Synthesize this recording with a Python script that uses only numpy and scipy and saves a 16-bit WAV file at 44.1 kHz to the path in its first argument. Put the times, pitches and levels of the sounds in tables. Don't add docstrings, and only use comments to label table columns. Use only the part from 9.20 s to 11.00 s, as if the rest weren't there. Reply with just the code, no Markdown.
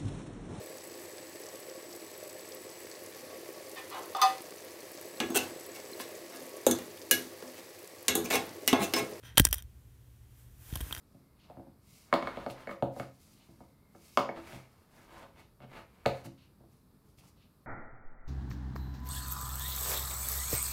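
import sys
import numpy as np
from scipy import signal
from scipy.fft import rfft, irfft
from scipy.io import wavfile

SR = 44100
rng = np.random.default_rng(int(sys.argv[2]) if len(sys.argv) > 2 else 0)


def store_pcm(level_fs):
    pcm = np.round(np.clip(level_fs, -1, 1) * 32767).astype(np.int16)
    wavfile.write(sys.argv[1], SR, np.atleast_2d(pcm).T)


N = 79380


def from_db(db):
    return 10 ** (np.asarray(db) / 20)


def unit_rms(x):
    return x / np.sqrt(np.mean(x ** 2) + 1e-20)


def envelopes(rows):
    times, *columns = np.transpose(rows)
    return [np.interp(np.arange(N) / SR, times, column) for column in columns]


def at_frequency(frequencies, values, hz):
    return np.interp(np.log(hz), np.log(frequencies), values)


def resonator(force, hz, t60):
    decay, angle = from_db(-60 / (t60 * SR)), 2 * np.pi * hz / SR
    return signal.lfilter([0, np.sin(angle)], [1, -2 * decay * np.cos(angle), decay ** 2], force + 1e-18)


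def coloured_noise(spectrum):
    hz = np.maximum(np.arange(N // 2 + 1) * SR / N, 5)
    gain = from_db(at_frequency(*np.transpose(spectrum), hz))
    return unit_rms(irfft(rfft(rng.standard_normal(N)) * gain, N))


def pushed_modes(modes, times, level_db, tilt_db=0, *, cycles):
    out = np.zeros(N)
    for hz, db, t60 in modes:
        octaves = np.log2(hz / modes[0][0])
        impulses = np.zeros(N)
        impulses[(times * SR).astype(int)] = from_db(level_db + db + tilt_db * octaves)
        pulse = np.hanning(int(cycles * SR / hz) + 3)
        force = np.convolve(impulses, pulse / pulse.sum())[:N]
        out += resonator(force, hz, t60)
    return out


# (frequency [Hz], relative level [dB])
ROOM_SPECTRUM = [(15, -60.5), (25, -34), (35, -12.5), (48, -5.5), (70, -2.5), (92, -14.5), (124, -6.5),
                 (146, -22), (232, -24), (553, -35), (634, -38), (3150, -43), (4990, -46.5), (14800, -43),
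                 (16500, -60.5)]
def room(noise_db=-57, hum_hz=116.83, hum_db=-60.5, rumble_hz=60, rumble_db=-59.5):
    rumble = unit_rms(resonator(rng.standard_normal(N + SR), rumble_hz, t60=0.0944)[SR:])
    hum = np.sqrt(2) * np.sin(2 * np.pi * hum_hz * np.arange(N) / SR)
    noise = coloured_noise(ROOM_SPECTRUM)
    return from_db(noise_db) * noise + from_db(hum_db) * hum + from_db(rumble_db) * rumble


# (time [s], level [dB])
BRUSH_ENVELOPE = [(1.05, -91), (1.12, -74), (1.2, -65.5), (1.28, -71.5), (1.37, -71), (1.41, -61.5),
                  (1.48, -56), (1.55, -51), (1.62, -53), (1.69, -51), (1.8, -51)]
# (frequency [Hz], relative level [dB])
BRUSH_SPECTRUM = [(180, -19), (300, -1), (399, -11), (1450, -11), (1580, -10.5), (4460, -15.5), (14900, -8),
                  (15700, -24.5), (16500, -33.5)]
def hand_brush():
    level_db, = envelopes(BRUSH_ENVELOPE)
    return from_db(level_db) * coloured_noise(BRUSH_SPECTRUM)


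# (time [s], level [dB])
HEAVES = [(.178, -41), (.2, -22), (.216, -29), (.262, -29), (0.3, -30), (0.317, -37.5), (.353, -38),
          (.437, -44), (1.522, -35.5), (1.565, -36), (1.604, -35.5), (1.62, -32.5), (1.709, -47),
          (1.775, -45)]
# (frequency [Hz], gain [dB], T60 [s])
BEDDING_MODES = [(59.4, 2.5, .14), (73.254, -3.5, 0.17)]
def bedding_heaves():
    return pushed_modes(BEDDING_MODES, *np.transpose(HEAVES), cycles=0.39)


# (time [s], level [dB], tilt above the lowest mode [dB/octave])
KNOCKS = [(.036, -50.5, -1.5), (0.151, -47.5, -2.5), (0.178, -26, -1.5), (0.2001, -12.5, 0.5),
          (.253, -35, 3.5), (.268, -39.5, -4.5), (0.329, -49.5, -17.5), (1.49, -52, -2.5),
          (1.5268, -29, -7.5), (1.5600, -35, -1), (1.607, -39, 1.5), (1.665, -48, 2), (1.712, -44, -5.5),
          (1.77, -49.5, -2.5)]
# (frequency [Hz], gain [dB], T60 [s])
BASE_MODES = [(126.05, 0.5, 0.054), (185, -1.5, 0.039), (270, 1, 0.028), (395.67, -6.5, 0.012)]
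def base_knocks():
    return pushed_modes(BASE_MODES, *np.transpose(KNOCKS), cycles=0.1878)


def reflections(direct, level_db=-23.5, t60=0.058, delay_s=0.003):
    t = np.arange(SR // 4) / SR
    response = rng.standard_normal(len(t)) * from_db(-60 * t / t60) * (t > delay_s)
    response /= np.sqrt(np.sum(response ** 2))
    return from_db(level_db) * signal.fftconvolve(direct, response)[:N]


# (time [s], level [dB])
FLICKS = [(.2890, -50), (.3290, -45), (.3430, -46)]
# (frequency [Hz], gain [dB], T60 [s])
HOOK_MODES = [(13028, -0.5, 0.07151), (14700, -3.5, .05)]
def hook_wire():
    return pushed_modes(HOOK_MODES, *np.transpose(FLICKS), cycles=1)


BAND_HZ = [800, 1700, 3200, 6000, 12000]
SLIP_BAND_DB = [-26.5, -1.5, -2.5, -1, 1.5]
# (time [s], relative level [dB], tilt about 1700 Hz [dB/octave])
SCRAPE = [(.022, -100, -1), (.032, -67, -4.5), (.055, -59, -1.5), (.09, -59, -4), (.13, -65, -7.5),
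          (.152, -73, -6), (.171, -61, -2.5), (.176, -37.5, 2), (.215, -68, 4), (.238, -60.5, -1),
          (.256, -55.5, 1), (.285, -69, 0), (.325, -72, 2), (.332, -46.5, 2), (.352, -69.5, 4),
          (.38, -61.5, 1.5), (.405, -62.5, 0), (.415, -73, -8), (.47, -95.5, 0), (1.4, -92.5, 2),
          (1.5, -69.5, 0.5), (1.6, -61, -9.5), (1.7, -60, -10.5), (1.8, -59.5, -6.5)]
def scrape(slips_per_s=5000, gain_db=-16):
    level_db, tilt_db = envelopes(SCRAPE)
    slips = (rng.random(N) < slips_per_s / SR) * rng.standard_normal((len(BAND_HZ), N))
    octaves = np.log2(np.array(BAND_HZ)[:, None] / BAND_HZ[1])
    band_db = np.array(SLIP_BAND_DB)[:, None] + level_db + tilt_db * octaves
    return from_db(band_db + gain_db) * unit_rms(slips)


# (time [s], level in each of the five bands [dB], gain into the modes [dB], chatter time constant [ms])
IMPACTS = [(0.03, -62, -58.5, -63, -65, -63, -1.5, 0.497), (0.0357, -48, -54, -59, -65, -59, -3.5, 0.755),
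           (.1560, -71, -72, -65.5, -60.5, -56.5, -3, 0.993),
           (0.1739, -47.5, -19, -18, -21, -21, -6, 0.4636),
           (.1790, -5.5, -16, -15, -12.5, -12, -9.5, 0.5808),
           (0.1815, -9, -11.5, -14, -42.5, -7, -12, 0.319),
           (.1880, -41, -29.5, -41, -37, -37.5, -10.5, 1.119),
           (0.1966, -48.5, -11, -29.5, -27.5, -30, -3.5, 0.3574),
           (0.1979, -35.5, -20.5, -16, -30, -8.5, -8.5, 0.3834),
           (0.1999, -14, -24, -21.5, -23.5, -13.5, -12, .6), (.2050, -55, -48.5, -42, -34, -40, -4, 0.77),
           (0.2098, -60, -44, -52.5, -43.5, -30, -14, 0.4),
           (.2185, -49.5, -51.5, -50, -34.5, -46.5, -9.5, 0.97), (.2420, -60, -51, -52, -49, -44, -7, .6),
           (.2460, -58, -50, -48, -38, -42, -6, 1.7), (0.2486, -53.5, -48.5, -42.5, -41, -31, -11.5, .6),
           (0.2519, -37, -26, -32, -24, -23.5, -4, 0.43), (0.2515, -34.5, -22.5, -42, -12, -16, -6.5, 0.26),
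           (.2530, -32, -31, -25, -13.5, -23, -5.5, .15), (0.2689, -54, -35, -38.5, -39.5, -29, -2, 0.58),
           (.2720, -56.5, -38, -43.5, -40.5, -29.5, -7.5, 2.7),
           (0.2883, -55.5, -43, -51, -41, -36.5, -5, .6), (0.3106, -65, -52, -56, -40, -35.5, -5.5, 1.99),
           (0.3283, -55, -37.5, -29, -25.5, -17.5, -1, 1.889),
           (0.3424, -65.5, -35, -40, -30.5, -21.5, -7.5, 2.209),
           (.3570, -68, -58.5, -52, -48, -44.5, -1.5, 1.094),
           (0.3828, -73.5, -50, -50, -53, -38.5, -0.5, 0.459), (.4236, -74, -78.5, -67, -56, -46.5, 3, .5),
           (1.5260, -63, -55.5, -57, -65, -54, 2.5, 1.745), (1.5380, -59.5, -54, -50.5, -55, -69, 2, 0.85),
           (1.5560, -44, -51, -47.5, -42, -30.5, 0.5, 1.322),
           (1.5597, -32, -53.5, -41, -46.5, -55, 0, 0.7993),
           (1.5732, -64, -65.5, -46.5, -61.5, -43.5, 2, 0.57),
           (1.6060, -64, -46, -52.5, -46.5, -44, 2, 1.472),
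           (1.6100, -43.5, -56.5, -44, -53, -35, 0.5, 4.717), (1.71, -53.5, -36, -53, -64.5, -56, 1, 0.917),
           (1.7252, -46, -37.5, -54, -63, -58, 0, 0.836), (1.7261, -58, -36.5, -32, -54, -33.5, 0, 0.4082),
           (1.7493, -55, -42.5, -43.5, -37.5, -43, 1, 0.5644),
           (1.765, -55.5, -36, -42.5, -61.5, -57.5, -4, 0.3305),
           (1.7760, -58, -58.5, -43.5, -61.5, -51, -1, 0.4455),
           (1.7810, -60.5, -53.5, -59.5, -51.5, -42, -2, 0.681)]
def impacts(touch_to_chatter=0.8, length=500):
    rows, bands = np.array(IMPACTS), len(BAND_HZ)
    times, band_db, drive_db = rows[:, 0], rows[:, 1:6, None], rows[:, 6]
    decay_s = rows[:, 7, None, None] / 1000
    t = np.arange(length) / SR
    bursts = rng.standard_normal((len(rows), bands, length)) * np.exp(-t / decay_s)
    bursts /= np.sqrt(np.sum(bursts ** 2, axis=2, keepdims=True))
    bursts[:, :, 0] = touch_to_chatter * np.sign(bursts[:, :1, 0])
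    bursts *= from_db(band_db) / np.sqrt(1 + touch_to_chatter ** 2)
    bare, drive = np.zeros((2, bands, N + length))
    for time, burst, db in zip(times, bursts, drive_db):
        start = int(time * SR)
        bare[:, start:start + length] += burst
        drive[:, start:start + length] += burst * from_db(db)
    return bare[:, :N], drive[:, :N]


# (frequency [Hz], gain [dB], T60 [s])
TRAP_MODES = [(650, 1.5, 0.014), (1055.7, -7.5, 0.017), (1609.2, -4, 0.03), (1886.5, 1, 0.013),
              (2520, -0.5, 0.0071), (3216.8, 5.5, .018), (3613.7, 2.5, 0.0083), (5363.7, -5, 0.0087),
              (5884.2, 4, 0.0095), (7129, -5.5, 0.0051), (8598.2, -3.5, 0.0089), (9617, 3, 0.0065),
              (11457, 1.5, 0.0082), (13683, -2.5, .005), (14607, -3, 0.013)]
def snap_trap(impact_noise_db=20.5, slip_noise_db=8.5):
    bare, drive = impacts()
    slips = scrape()
    out = np.zeros(N)
    for hz, db, t60 in TRAP_MODES:
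        weights = np.sqrt([at_frequency(BAND_HZ, band, hz) for band in np.eye(len(BAND_HZ))])
        out += from_db(db) * resonator(weights @ (drive + slips), hz, t60)
    contact_noise = from_db(impact_noise_db) * bare + from_db(slip_noise_db) * slips
    edges_hz = [450, 1200, 2300, 4400, 8500, 18000]
    for train, low, high in zip(contact_noise, edges_hz, edges_hz[1:]):
        bandpass = signal.butter(2, [low, high], "band", fs=SR, output="sos")
        out += signal.sosfilt(bandpass, train)
    return out


def scene():
    clatter = snap_trap() + hook_wire()
    handling = hand_brush() + bedding_heaves() + base_knocks()
    return (clatter + reflections(clatter) + handling + room())[None]


def record(dry, low_hz=46.827, stopband_hz=16700):
    highpass = signal.butter(3, low_hz, "high", fs=SR, output="sos")
    lowpass = signal.cheby2(16, 80, stopband_hz, fs=SR, output="sos")
    return signal.sosfilt(lowpass, signal.sosfilt(highpass, dry))


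dry = scene()
out = record(dry)
store_pcm(out)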